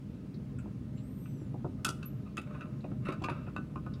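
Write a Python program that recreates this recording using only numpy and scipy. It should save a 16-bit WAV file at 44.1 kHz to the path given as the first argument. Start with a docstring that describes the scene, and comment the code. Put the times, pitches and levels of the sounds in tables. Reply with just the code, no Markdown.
"""Ventilation hums in a small room, and a hand starts to work a metal clamp on a laboratory stand.
Light ticks and dull bumps come first, with a thin whistle of sliding parts; then a sharp snap, one high
squeak, and a run of small clicks and short grinding slips. Blows and friction ring the clamp and its
rod, while the bumps wake the low modes of the stand. The hum is air rumble with duct resonances."""
import sys
import numpy as np
from scipy import signal
from scipy.fft import rfft, irfft, next_fast_len
from scipy.io import wavfile
from scipy.ndimage import uniform_filter1d, map_coordinates

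SR = 44100
rng = np.random.default_rng(int(sys.argv[2]) if len(sys.argv) > 2 else 0)


def store_wav(level_fs):
    """Save 16-bit WAV to argv[1]."""
    pcm = np.round(np.clip(np.atleast_2d(level_fs), -1, 1) * 32767)
    wavfile.write(sys.argv[1], SR, pcm.T.astype(np.int16))


N = 4 * SR

# The colour of metal grinding on metal. Each row: frequency in Hz, relative level in dB.
GRIT_SPECTRUM = [(400, -8), (605, 9), (850, -26.5), (1210, 6.5), (1890, -11.5), (2660, -7.5), (3130, -24),
                 (3750, -17), (4400, -30), (6190, -44), (9940, -41.5), (15500, -72)]


def amp(db):
    """Decibels to gain."""
    return 10 ** (np.asarray(db) / 20)


def unit(x):
    """Scale to rms 1."""
    return x / np.sqrt(np.mean(x ** 2) + 1e-20)


def along(points, hz):
    """Read a curve of (Hz, value) points on a log frequency axis."""
    f, v = np.transpose(points)
    return np.interp(np.log(hz + 1), np.log(f + 1), v)


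def filtered(x, gain):
    """Equalise x with a gain that is a function of frequency."""
    size = next_fast_len(len(x) + SR // 4)
    return irfft(rfft(x, size) * gain(np.fft.rfftfreq(size, 1 / SR)), size)[:len(x)]


def noise(spectrum, size):
    """Coloured noise of rms 1."""
    return unit(filtered(rng.standard_normal(size), lambda hz: amp(along(spectrum, hz))))


def wobble(rate):
    """A smooth random curve with rate knots a second."""
    return map_coordinates(rng.standard_normal(int(N * rate / SR) + 4), [np.arange(N) * rate / SR])


def add(track, start, x):
    """Mix x into the track, from start in seconds."""
    i = int(start * SR)
    track[i:i + len(x)] += x[:max(N - i, 0)]


def ring(modes, t, scatter_db=2):
    """Damped modes, each struck a little differently every time."""
    return sum((-1) ** k * amp(db + scatter_db * rng.normal() - 60 * t / t60) * np.sin(2 * np.pi * hz * t)
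               for k, (hz, db, t60) in enumerate(modes))


def struck(force, parts, tilt_db):
    """A force rings each part at the part's own rms; tilt_db per octave sets the contact's hardness."""
    pivot_hz, shelf_hz = 1290, 7440  # the tilt levels off outside this band
    hit = sum(unit(signal.fftconvolve(force, part)[:len(part)]) * np.sqrt(np.mean(part ** 2))
              for part in parts)
    return filtered(
        hit, lambda hz: amp(tilt_db * np.log2(np.hypot(1, hz / pivot_hz) / np.hypot(1, hz / shelf_hz))))


def room(x):
    """Close reflections from bench and shelf, and a short tail."""
    # The room's decay. Each row: frequency in Hz, T60 in seconds.
    decay = [(150, 0.46), (1300, 0.4), (5000, 0.33), (12000, 0.35)]
    tail_db, early_db, early_s = -14, -7.5, .02
    hz, t, spectra = signal.stft(rng.standard_normal(SR // 2), SR, nperseg=256)
    tail = signal.istft(spectra * amp(-60 * t / along(decay, hz)[:, None]), SR, nperseg=256)[1]
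    delays = (rng.random(12) * early_s * SR).astype(int)
    early = np.bincount(delays, rng.standard_normal(12), len(tail))
    response = amp(tail_db) * tail / np.linalg.norm(tail) + amp(early_db) * early / np.linalg.norm(early)
    return x + signal.fftconvolve(x, np.pad(response, (SR // 400, 0)))[:N]  # 2.5 ms of pre-delay


def ventilation():
    """The bed: gently shifting air rumble with a few narrow duct resonances."""
    # The colour of the air. Each row: frequency in Hz, relative level in dB.
    air_spectrum = [(15, -93), (25, -58), (44, -20.5), (91, -6.5), (136, -1), (169, -5.5), (253, -7),
                    (340, -18.5), (399, -19.5), (457, -24), (509, -24), (552, -31.5), (598, -28.5),
                    (666, -35.5), (762, -34.5), (1240, -42.5), (1800, -42.5), (15500, -63)]
    # Duct resonances. Each row: centre in Hz, width in Hz, level in dB.
    ducts = [(133.2, 28.6, -48), (200.7, 20, -50.5), (257.5, 18, -58), (303.5, 28, -61), (60, 12, -56.5),
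             (614, 4.4, -71)]
    air_db, drift_db = -43, 1.2
    spectra = signal.stft(noise(air_spectrum, N), nperseg=512)[2]
    drift = uniform_filter1d(rng.standard_normal(spectra.shape), size=6, axis=0)  # smooth in frequency
    drift = unit(uniform_filter1d(drift, size=14, axis=1))  # and in time
    air = amp(air_db) * signal.istft(spectra * amp(drift_db * drift), nperseg=512)[1][:N]
    for centre, width, db in ducts:
        hum = filtered(rng.standard_normal(N), lambda hz: 1 / (1 + (2 * (hz - centre) / width) ** 2))
        air += amp(db) * unit(hum)
    return air


def friction_tone(curve, jitter, waver=.005, flutter_db=2.5):
    """A fluttering sine glide; fast jitter and slower waver bend it by a fraction of its pitch."""
    times, hz, db = np.transpose(curve)
    t = np.arange(N) / SR
    pitch = np.interp(t, times, hz) * (1 + jitter * wobble(600) + waver * wobble(45))
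    level = np.interp(t, times, db, left=-150, right=-150) + flutter_db * wobble(50.1)
    return amp(level) * np.sin(2 * np.pi * np.cumsum(pitch) / SR)


def whistles():
    """Sliding parts sing in faint, overlapping glides."""
    # One curve per whistle. Each point: time in seconds, pitch in Hz, level in dB.
    glides = [
        [(.94, 7100, -91), (.98, 7470, -73), (1.025, 7600, -76), (1.06, 8400, -73), (1.12, 8830, -79),
         (1.2, 8470, -72), (1.31, 7980, -76), (1.41, 7630, -76), (1.5, 6870, -83)],
        [(1.04, 10800, -90), (1.12, 11960, -74), (1.17, 11960, -77), (1.23, 11700, -69), (1.3, 11530, -81),
         (1.39, 11340, -77), (1.48, 9550, -88), (1.55, 9000, -87)],
        [(1.03, 13200, -87), (1.08, 13450, -75), (1.14, 13300, -86), (1.165, 12700, -75), (1.22, 12300, -72),
         (1.29, 11900, -77)],
        [(1.17, 13900, -82), (1.24, 14000, -77), (1.28, 14550, -78), (1.315, 14500, -69), (1.34, 14000, -75)],
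        [(1.22, 6030, -78), (1.33, 6050, -80), (1.39, 5880, -75), (1.43, 5620, -87)],
    ]
    return sum(friction_tone(glide, jitter=.004) for glide in glides)


def squeak():
    """Sliding parts give one brief, rough squeak near 12 kHz."""
    # The squeak's path. Each row: time in seconds, pitch in Hz, level in dB.
    glide = [(2.052, 11900, -81), (2.057, 12000, -50), (2.065, 12080, -43), (2.072, 11850, -57),
             (2.085, 12100, -64)]
    return friction_tone(glide, jitter=.015)


def clamp_ring(t, rod_hz):
    """The clamp rings with the rod, whose pitch depends on the grip; higher rod pings die sooner."""
    # The clamp's modes. Each row: frequency in Hz, relative level in dB, T60 in seconds.
    clamp_modes = [(1076.4, -7.5, 0.12), (1223.6, -5, 0.15), (1338, -7, 0.15), (1483, -3, 0.11),
                   (2444, -8, 0.051), (2642, 0, 0.044), (3850, -11.5, 0.024), (4660, -20, 0.026)]
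    grip_detune, rod_db, rod_t60_cycles = .007, 6.5, 75
    modes = [(hz * (1 + grip_detune * rng.normal()), db, t60) for hz, db, t60 in clamp_modes]
    return ring(modes + [(rod_hz, rod_db, rod_t60_cycles / rod_hz)], t)


def rubbing():
    """Fine grains of friction ring the clamp as it is turned."""
    # The swells of the rubbing. Each row: time in seconds, level in dB.
    swells = [(0, -74), (2.43, -70.5), (2.57, -55.5), (2.7, -64.5), (3.0, -71), (3.1, -44.5), (3.19, -63.5),
              (3.33, -48), (3.42, -58.5), (3.65, -75), (4, -63.5)]
    grains_per_s, sway_db = 3000, 2
    level = np.interp(np.arange(N) / SR, *np.transpose(swells))
    grains = rng.standard_normal(N) * (rng.random(N) < grains_per_s / SR) * amp(sway_db * wobble(35))
    metal = unit(signal.fftconvolve(grains, clamp_ring(np.arange(SR // 8) / SR, rod_hz=1063))[:N])
    grit = unit(filtered(grains, lambda hz: amp(along(GRIT_SPECTRUM, hz))))
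    return amp(level) * (amp(-6.5) * metal + grit)


def ticks():
    """Small loose parts touch: each tick is a short rasp in one resonance."""
    # Light touches. Each row: start in seconds, level in dB, pitch in Hz, rise time in seconds.
    touches = [(0.34, -58, 4280, 0.0028), (0.584, -55, 1420, 0.0052), (0.586, -60.5, 2500, 0.0047),
               (0.585, -61, 7700, 0.0024), (0.972, -61.5, 2660, 0.0048), (0.977, -66, 3800, .0053),
               (1.256, -56.5, 2460, 0.003), (1.255, -55, 1320, 0.0033), (2.806, -62.5, 4000, 0.0019),
               (3.936, -59, 3600, 0.0036), (3.936, -58.5, 5000, 0.0016)]
    damping = .1
    out, t = np.zeros(N), np.arange(SR // 8) / SR
    for start, db, centre, rise in touches:
        rasp = filtered(rng.standard_normal(len(t)),
                        lambda hz: (hz / np.hypot(2 * hz * damping, centre - hz ** 2 / centre)) ** 2)
        t60 = .026 + 10 * rise
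        envelope = np.minimum(t / rise, 1) * amp(-60 * np.maximum(t - rise, 0) / t60)
        add(out, start, amp(db) * unit(rasp) * envelope)
    return out


def bumps():
    """The hand pushes the stand against the bench: low modes and a soft thud."""
    # Soft pushes. Each row: start in seconds, relative level in dB, low-pass cutoff in Hz.
    pushes = [(0.657, -42.5, 800), (1.413, -42, 448), (1.541, -36.5, 744), (1.645, -31, 1430),
              (1.664, -41, 980), (1.862, -42, 594), (1.885, -34.5, 530), (2.383, -39.5, 700),
              (2.844, -37.5, 1000), (2.916, -39.5, 540), (3.086, -32.5, 700), (3.115, -39.5, 700),
              (3.216, -35.5, 1007), (3.245, -36.5, 750), (3.289, -40.5, 1110), (3.311, -34.5, 816),
              (3.473, -44, 800), (3.585, -39, 456), (3.76, -42, 690), (3.866, -42, 806)]
    # The stand's modes. Each row: frequency in Hz, relative level in dB, T60 in seconds.
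    stand_modes = [(146, 5.5, 0.082), (205, -8.5, 0.075), (283, 5, 0.06), (363, 4, 0.038),
                   (518, -17.5, 0.023), (630, -12.5, .1), (731, -15.5, 0.058), (1013, -14, 0.065),
                   (1280, -4.5, 0.025)]
    # The colour of a soft contact. Each row: frequency in Hz, relative level in dB.
    thud_spectrum = [(80, -40), (250, 7), (750, 9.5), (1400, -4), (2200, -35)]
    thud_db, thud_t60, attack_s = 2, .066, .0015
    out, t = np.zeros(N), np.arange(SR // 4) / SR
    for start, db, cutoff_hz in pushes:
        thud = amp(thud_db - 60 * t / thud_t60) * noise(thud_spectrum, len(t))
        bump = (ring(stand_modes, t) + thud) * (1 - np.exp(-t / attack_s))
        lowpass = signal.butter(2, cutoff_hz, fs=SR, output="sos")
        add(out, start, amp(db - 3) * signal.sosfilt(lowpass, bump))
    return out


def slips():
    """The clamp grinds on the rod: a swell of tiny catches that dies away."""
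    # Short grinds. Each row: start in seconds, relative level in dB, brightness in dB per octave,
    # rise time of the force in seconds, rod pitch in Hz.
    grinds = [(2.026, -47.5, 6.5, 0.0013, 1405), (2.256, -46.5, -1.5, 0.01, 1220),
              (2.376, -43, 13.5, 0.002, 1354), (2.469, -45, -0.5, 0.0027, 1410),
              (2.503, -41, -7, 0.0052, 1100), (2.543, -36.5, -5, 0.0047, 1060),
              (2.612, -37.5, -2.5, .0045, 1320), (2.841, -48, 1, 0.0014, 1085),
              (2.912, -46.5, -1.5, 0.0015, 1414), (3.05, -41.5, 7.5, 0.0057, 1130),
              (3.084, -34, 5, 0.0025, 1087), (3.117, -34, 0, 0.0055, 1400),
              (3.135, -42.5, -5.5, 0.0027, 1375), (3.2845, -26.5, -1.5, 0.0009, 947),
              (3.293, -37, 8.5, 0.0033, 1040), (3.312, -40, 0, 0.009, 1280),
              (3.463, -34.5, -12.5, 0.0084, 1090)]
    ring_db, grit_t60, attack_s = -14, .03, .0005
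    out, t = np.zeros(N), np.arange(SR // 6) / SR
    for start, db, tilt_db, rise, rod_hz in grinds:
        catches = rng.laplace(size=len(t)) * t * np.exp(-t / rise)
        grit = amp(-60 * t / grit_t60) * noise(GRIT_SPECTRUM, len(t)) * (1 - np.exp(-t / attack_s))
        metal = amp(ring_db) * clamp_ring(t, rod_hz)
        add(out, start, amp(db) * struck(catches, [metal, grit], tilt_db))
    return out


def clicks():
    """Metal meets metal in a blow and a brief chatter; the first tight cluster is the snap."""
    # Hard contacts. Each row: start in seconds, relative level in dB, brightness in dB per octave,
    # chatter length in seconds, rod pitch in Hz, gain of the ring in dB.
    contacts = [(1.8471, -32, 8.5, 0.0033, 1320, -19), (1.8498, -30, 5, 0.0015, 1303, -9.5),
                (1.8534, -24, -15, 0.001, 1330, -5), (1.863, -20, -25, 0.0025, 1510, -7),
                (1.881, -30, -1.5, 0.0024, 1328, -9.5), (1.8891, -35, 5, 0.0025, 1380, -15),
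                (2.03, -46, 1, 0.0025, 2650, 0), (2.37, -34.5, 2, .0025, 1445, -17),
                (2.414, -48.5, 1.5, 0.0061, 1420, -9), (2.609, -44, -2, 0.0024, 1470, -3),
                (3.07, -37.5, -11.5, 0.0011, 1260, 3.5), (3.085, -46.5, 1, 0.0044, 2550, -2),
                (3.123, -52.5, 4.5, .003, 1380, -18), (3.221, -41.5, -2, .0062, 970, -17),
                (3.239, -28.5, -3, 0.0072, 1066, -9), (3.244, -36.5, -3, 0.0016, 2690, 2.5),
                (3.564, -37, -5.5, 0.0019, 1180, 2), (3.758, -37.5, -10.5, 0.0025, 1060, -3),
                (3.864, -33.5, -18.5, 0.0028, 1247, -2.5)]
    # The colour of a hard contact. Each row: frequency in Hz, relative level in dB.
    crack_spectrum = [(400, -32), (800, -37), (1300, 17.5), (2000, -2.5), (2700, 6.5), (3600, 0),
                      (5200, -2), (7500, -6.5), (9700, -8.5), (10700, -19), (12300, -14), (14000, -26),
                      (15500, -31)]
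    chatter_gain, chatter_per_s = .55, 2000
    crack_t60, attack_s = .022, .0004
    out, t = np.zeros(N), np.arange(SR // 6) / SR
    for start, db, tilt_db, chatter_s, rod_hz, ring_db in contacts:
        chatter = rng.standard_normal(len(t)) * (rng.random(len(t)) < chatter_per_s / SR)
        force = chatter_gain * chatter * np.exp(-(t / chatter_s) ** 2)
        force[0] = 1  # the blow itself
        crack = amp(-60 * t / crack_t60) * noise(crack_spectrum, len(t)) * (1 - np.exp(-t / attack_s))
        metal = amp(ring_db) * clamp_ring(t, rod_hz)
        add(out, start, amp(db - 2) * struck(force, [metal, crack], tilt_db))
    return out


def scene():
    """The handled stand in the small room, over the ventilation bed, in mono."""
    handling = whistles() + squeak() + clicks() + slips() + ticks() + bumps() + rubbing()
    return (room(handling) + ventilation())[None]


def record(dry):
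    """A brick-wall low-pass trims the very top of the treble."""
    return filtered(dry[0], lambda hz: hz < 15800)[None]


dry = scene()
out = record(dry)
store_wav(out)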